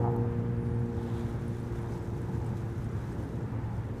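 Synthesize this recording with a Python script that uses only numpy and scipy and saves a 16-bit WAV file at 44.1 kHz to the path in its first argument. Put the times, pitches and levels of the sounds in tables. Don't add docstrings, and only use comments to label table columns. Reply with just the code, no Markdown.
import sys
import numpy as np
from scipy import signal
from scipy.fft import rfft, irfft
from scipy.io import wavfile
from scipy.ndimage import map_coordinates

SR = 44100
rng = np.random.default_rng(int(sys.argv[2]) if len(sys.argv) > 2 else 0)


def output_pcm(signal):
    pcm = np.clip(np.atleast_2d(signal).T, -1, 1) * 32767
    wavfile.write(sys.argv[1], SR, np.round(pcm).astype(np.int16))


N = 176400

# frequency_hz, relative_density_db
ROAR_SPECTRUM = [(200, -38), (450, -6), (660, -2), (780, -1), (950, -1.5), (1100, -4), (1550, -5),
                 (2000, -11), (2700, -19), (4000, -28), (8000, -37), (15000, -40.5)]
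# time_s, level_db
HOLLOW_ENVELOPE = [(0, -65.5), (1.2, -56), (1.55, -68), (1.85, -52.5), (2.15, -58.5), (2.5, -52),
                   (2.8, -72), (3.1, -69), (3.35, -61.5), (3.7, -54), (4, -62)]
# frequency_hz, relative_density_db
RUMBLE_SPECTRUM = [(15, -37), (28, -11), (42, -12), (60, -0.5), (85, -1), (125, 1.5), (155, -5.5),
                   (210, -7.5), (290, -19), (400, -32.5), (650, -38.5)]
# time_s, level_db
RUMBLE_ENVELOPE = [(0, -35), (.25, -35), (.7, -36.5), (1.2, -36), (1.6, -37.5), (2.1, -37.5), (2.4, -33.5),
                   (2.58, -37.5), (2.75, -37.5), (2.9, -35.5), (3.05, -38), (3.4, -38), (3.85, -35.5),
                   (4, -40.5)]
# frequency_hz, relative_density_db
MURMUR_SPECTRUM = [(130, -5), (200, -1), (280, 0.5), (400, -3), (520, -6.5), (650, -18), (900, -34)]
# time_s, level_db
MURMUR_ENVELOPE = [(0, -39), (.5, -46.5), (1.2, -46.5), (2, -45.5), (2.5, -45), (2.8, -47.5), (3.2, -42),
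                   (3.6, -45), (3.8, -48.5), (4, -43)]
# time_s, pitch_hz, level_db
WHISTLE_ARCH = [(.53, 8200, -83), (.6, 9400, -74), (.68, 9400, -74), (.76, 8550, -75), (.8, 8000, -90)]
# frequency_hz, relative_density_db
WASH_SPECTRUM = [(1500, -4), (3000, -4), (3700, -1), (4500, -5.5), (6000, -3), (8500, -6.5), (11000, -10.5),
                 (15000, -14)]
# time_s, base_level_db
WASH_ENVELOPE = [(0, -73), (.55, -74.5), (.93, -68.5), (1, -66.5), (1.24, -64), (1.38, -66.5), (1.7, -67),
                 (1.9, -64), (2.12, -68), (2.45, -66), (2.65, -67), (2.9, -66), (3.25, -65.5), (3.45, -71),
                 (3.8, -71.5), (4, -68)]
# start_s, peak_db, pitch_hz, width_hz, t60_s
ICE_CONTACTS = [(.1206, -61, 13300, 1500, .02), (.1635, -46.5, 10800, 8000, .007),
                (.7944, -59, 10200, 1200, .04), (1.1794, -55, 8500, 900, .03),
                (1.2955, -60, 9400, 1000, .03), (1.3423, -62, 12200, 1000, .03),
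                (1.48, -52, 9840, 1600, 0.02), (1.5983, -58, 9900, 900, .04),
                (1.6297, -58, 10200, 1400, .02), (1.8178, -57, 10000, 1100, .03),
                (2.2164, -54, 9000, 4000, .02), (2.4174, -55, 6000, 2500, .025),
                (2.464, -51, 8700, 2800, .02), (2.8434, -53, 8700, 1300, 0.041)]
# frequency_hz, width_hz, gain_db
EXHAUST_MODES = [(485, 91, -5), (737, 140, -3.5), (838, 230, 5), (1135, 160, -7.5), (1530, 360, -23)]
# time_s, level_db
RASP_ENVELOPE = [(0, -43.5), (.06, -35.5), (.11, -40.5), (.2, -46.5), (.255, -45.5), (.29, -68), (1.1, -55),
                 (1.5, -68), (2, -60), (2.8, -70), (3.4, -56), (4, -77)]
# time_s, first_db, second_db, third_db, fourth_db
HARMONIC_ENVELOPES = [(0, -32, -40.5, -42, -36), (.2, -34, -38.5, -41, -39), (.5, -35, -40.5, -49, -46.5),
                      (.75, -31.5, -41, -46, -44), (1.05, -45.5, -39.5, -44.5, -45.5),
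                      (1.35, -39.5, -42.5, -47, -52), (1.65, -39, -48.5, -46.5, -51.5),
                      (2, -40.5, -63, -47, -51), (2.4, -41, -57, -48, -52), (2.9, -38.5, -58, -52.5, -58),
                      (3.2, -43.5, -61, -49.5, -58), (3.6, -39, -58, -54, -59), (4, -44, -57, -62.5, -56)]
# firing_rate_ratio, initial_level_db
WEAK_PARTIALS = [(.91, -42.5), (1.5, -47.5), (2.5, -57), (3.5, -56.5), (5, -64), (6, -67), (7, -60.5)]

TIME_S = np.arange(N) / SR


def undb(db):
    return 10 ** (np.asarray(db) / 20)


def unit(x):
    return x / np.sqrt(np.mean(x ** 2))


def curve(table, column=1):
    rows = np.array(table)
    return np.interp(TIME_S, rows[:, 0], rows[:, column])


def colour(x, spectrum):
    hz, db = np.array(spectrum).T
    bins_hz = np.maximum(np.fft.rfftfreq(N, 1 / SR), 1)
    gain_db = np.interp(np.log(bins_hz), np.log(hz), db, left=-90, right=-90)
    return unit(irfft(rfft(x) * undb(gain_db), N))


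def resonate(x, hz, width_hz):
    b, a = signal.iirpeak(min(hz, SR / 2 - 1000), hz / width_hz, fs=SR)
    return signal.lfilter(b, a, signal.lfilter(b, a, x))


def noise():
    return rng.standard_normal(N)


def drift(knots_per_s):
    return map_coordinates(rng.standard_normal(2000), [TIME_S * knots_per_s], mode="mirror")


def far_roar(level_db=-52.5, sway_db=0.96, flicker_db=0.5):
    hollow = unit(resonate(noise(), hz=878, width_hz=193))
    hollow *= undb(curve(HOLLOW_ENVELOPE) + flicker_db * drift(16))
    return colour(noise(), ROAR_SPECTRUM) * undb(level_db + sway_db * drift(5.33)) + hollow


def rumble(throb_db=0.03, sway_db=1.2):
    deep = colour(noise(), RUMBLE_SPECTRUM) * undb(curve(RUMBLE_ENVELOPE) + throb_db * drift(22))
    murmur = colour(noise(), MURMUR_SPECTRUM) * undb(curve(MURMUR_ENVELOPE) + sway_db * drift(14))
    return deep + murmur


def whistle(waver_hz=240):
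    pitch_hz = curve(WHISTLE_ARCH) + waver_hz * drift(300)
    phase = 2 * np.pi * np.cumsum(pitch_hz) / SR
    sounding = (TIME_S > WHISTLE_ARCH[0][0]) & (TIME_S < WHISTLE_ARCH[-1][0])
    return np.sin(phase) * undb(curve(WHISTLE_ARCH, column=2)) * sounding


def wash(grains_per_s=970, spread_db=7.5, fizz_db=-7, hiss_db=-0.5, slosh_db=-65.5, flicker_db=1.34):
    grains = (rng.random(N) < grains_per_s / SR) * rng.choice([-1, 1], N)
    grain_gain = undb(spread_db * np.minimum(rng.exponential(size=N), 4))
    fizz = undb(fizz_db) * colour(grains * grain_gain, WASH_SPECTRUM)
    hiss = undb(hiss_db) * colour(noise(), WASH_SPECTRUM)
    slosh = undb(slosh_db) * unit(resonate(noise(), hz=3500, width_hz=1350))
    slosh *= np.exp(-((TIME_S - 1.154) / 0.21) ** 2)
    return ((fizz + hiss) * undb(curve(WASH_ENVELOPE)) + slosh) * undb(flicker_db * drift(29.93))


def bubbles(count=260, low_hz=3360, high_hz=10920, t60_s=0.032, rise_per_s=1.7,
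            gain_db=-1, spread_db=3, tilt_db_per_octave=-2):
    age_s = np.arange(2048) / SR
    decay = np.exp(-np.log(1000) * age_s / t60_s)
    out = np.zeros(N + len(age_s))
    for when, pitch, strength in rng.random((count, 3)):
        hz = low_hz * (high_hz / low_hz) ** pitch
        ping = np.sin(2 * np.pi * hz * age_s * (1 + rise_per_s * age_s / 2)) * decay
        strength_db = spread_db * min(-np.log(1 - strength), 3)
        tilt_db = tilt_db_per_octave * np.log2(hz / low_hz)
        start = int(when * N)
        out[start:start + len(age_s)] += ping * undb(strength_db + tilt_db)
    return out[:N] * undb(curve(WASH_ENVELOPE) + gain_db)


def ice_ticks():
    age_s = np.arange(4096) / SR
    out = np.zeros(N)
    for start_s, peak_db, pitch_hz, width_hz, t60_s in ICE_CONTACTS:
        burst = rng.standard_normal(len(age_s)) * np.exp(-np.log(1000) * age_s / t60_s)
        tick = resonate(burst, pitch_hz, width_hz)
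        start = int(start_s * SR)
        out[start:start + len(age_s)] += undb(peak_db) * tick / np.abs(tick).max()
    return out


def exhaust_rasp(cycles, jitter_s=0.00026, scatter_db=2.5, gas_db=-6, puff_cycles=0.93, muffler_hz=1800):
    firings = np.flatnonzero(np.diff(np.floor(cycles)))
    timing, strength = rng.standard_normal((len(firings), 2)).T
    onsets = np.clip(firings + (jitter_s * SR * timing).astype(int), 0, N - 1)
    pulses = np.zeros(N)
    pulses[onsets] = undb(scatter_db * strength)
    puffs = noise() * np.exp(-(cycles % 1) / puff_cycles)
    excitation = unit(pulses) + undb(gas_db) * unit(puffs)
    pipe = sum(undb(db) * resonate(excitation, hz, width_hz) for hz, width_hz, db in EXHAUST_MODES)
    muffler = signal.butter(4, muffler_hz, fs=SR, output="sos")
    return unit(signal.sosfilt(muffler, pipe)) * undb(curve(RASP_ENVELOPE))


def engine_drone(cycles, wander_rad=0.08, fade_db_per_s=2.52):
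    def partial(partial_cycles, flutter_db):
        phase = 2 * np.pi * partial_cycles + wander_rad * drift(18)
        return -np.sqrt(2) * np.cos(phase) * undb(flutter_db * drift(18))
    harmonics = sum(undb(curve(HARMONIC_ENVELOPES, column=k)) * partial(k * cycles, flutter_db=1.22)
                    for k in range(1, 5))
    weak = sum(undb(db) * partial(ratio * cycles + rng.random(), flutter_db=2.5)
               for ratio, db in WEAK_PARTIALS)
    return harmonics + weak * undb(-fade_db_per_s * TIME_S)


def scene(firing_hz=118.18, sag_hz_per_s=1.03, sag_hz_per_s2=0.1):
    cycles = np.cumsum(firing_hz - sag_hz_per_s * TIME_S - sag_hz_per_s2 * TIME_S ** 2) / SR
    background = far_roar() + rumble() + whistle()
    shore = wash() + bubbles() + ice_ticks()
    engine = exhaust_rasp(cycles) + engine_drone(cycles)
    return (background + shore + engine)[None]


def record(dry, fade_in_s=0.002, cutoff_hz=15450):
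    fade_in = np.sin(np.pi / 2 * np.minimum(TIME_S / fade_in_s, 1)) ** 2
    low_pass = signal.ellip(12, .1, 80, cutoff_hz, fs=SR, output="sos")
    return signal.sosfilt(low_pass, dry * fade_in)


dry = scene()
out = record(dry)
output_pcm(out)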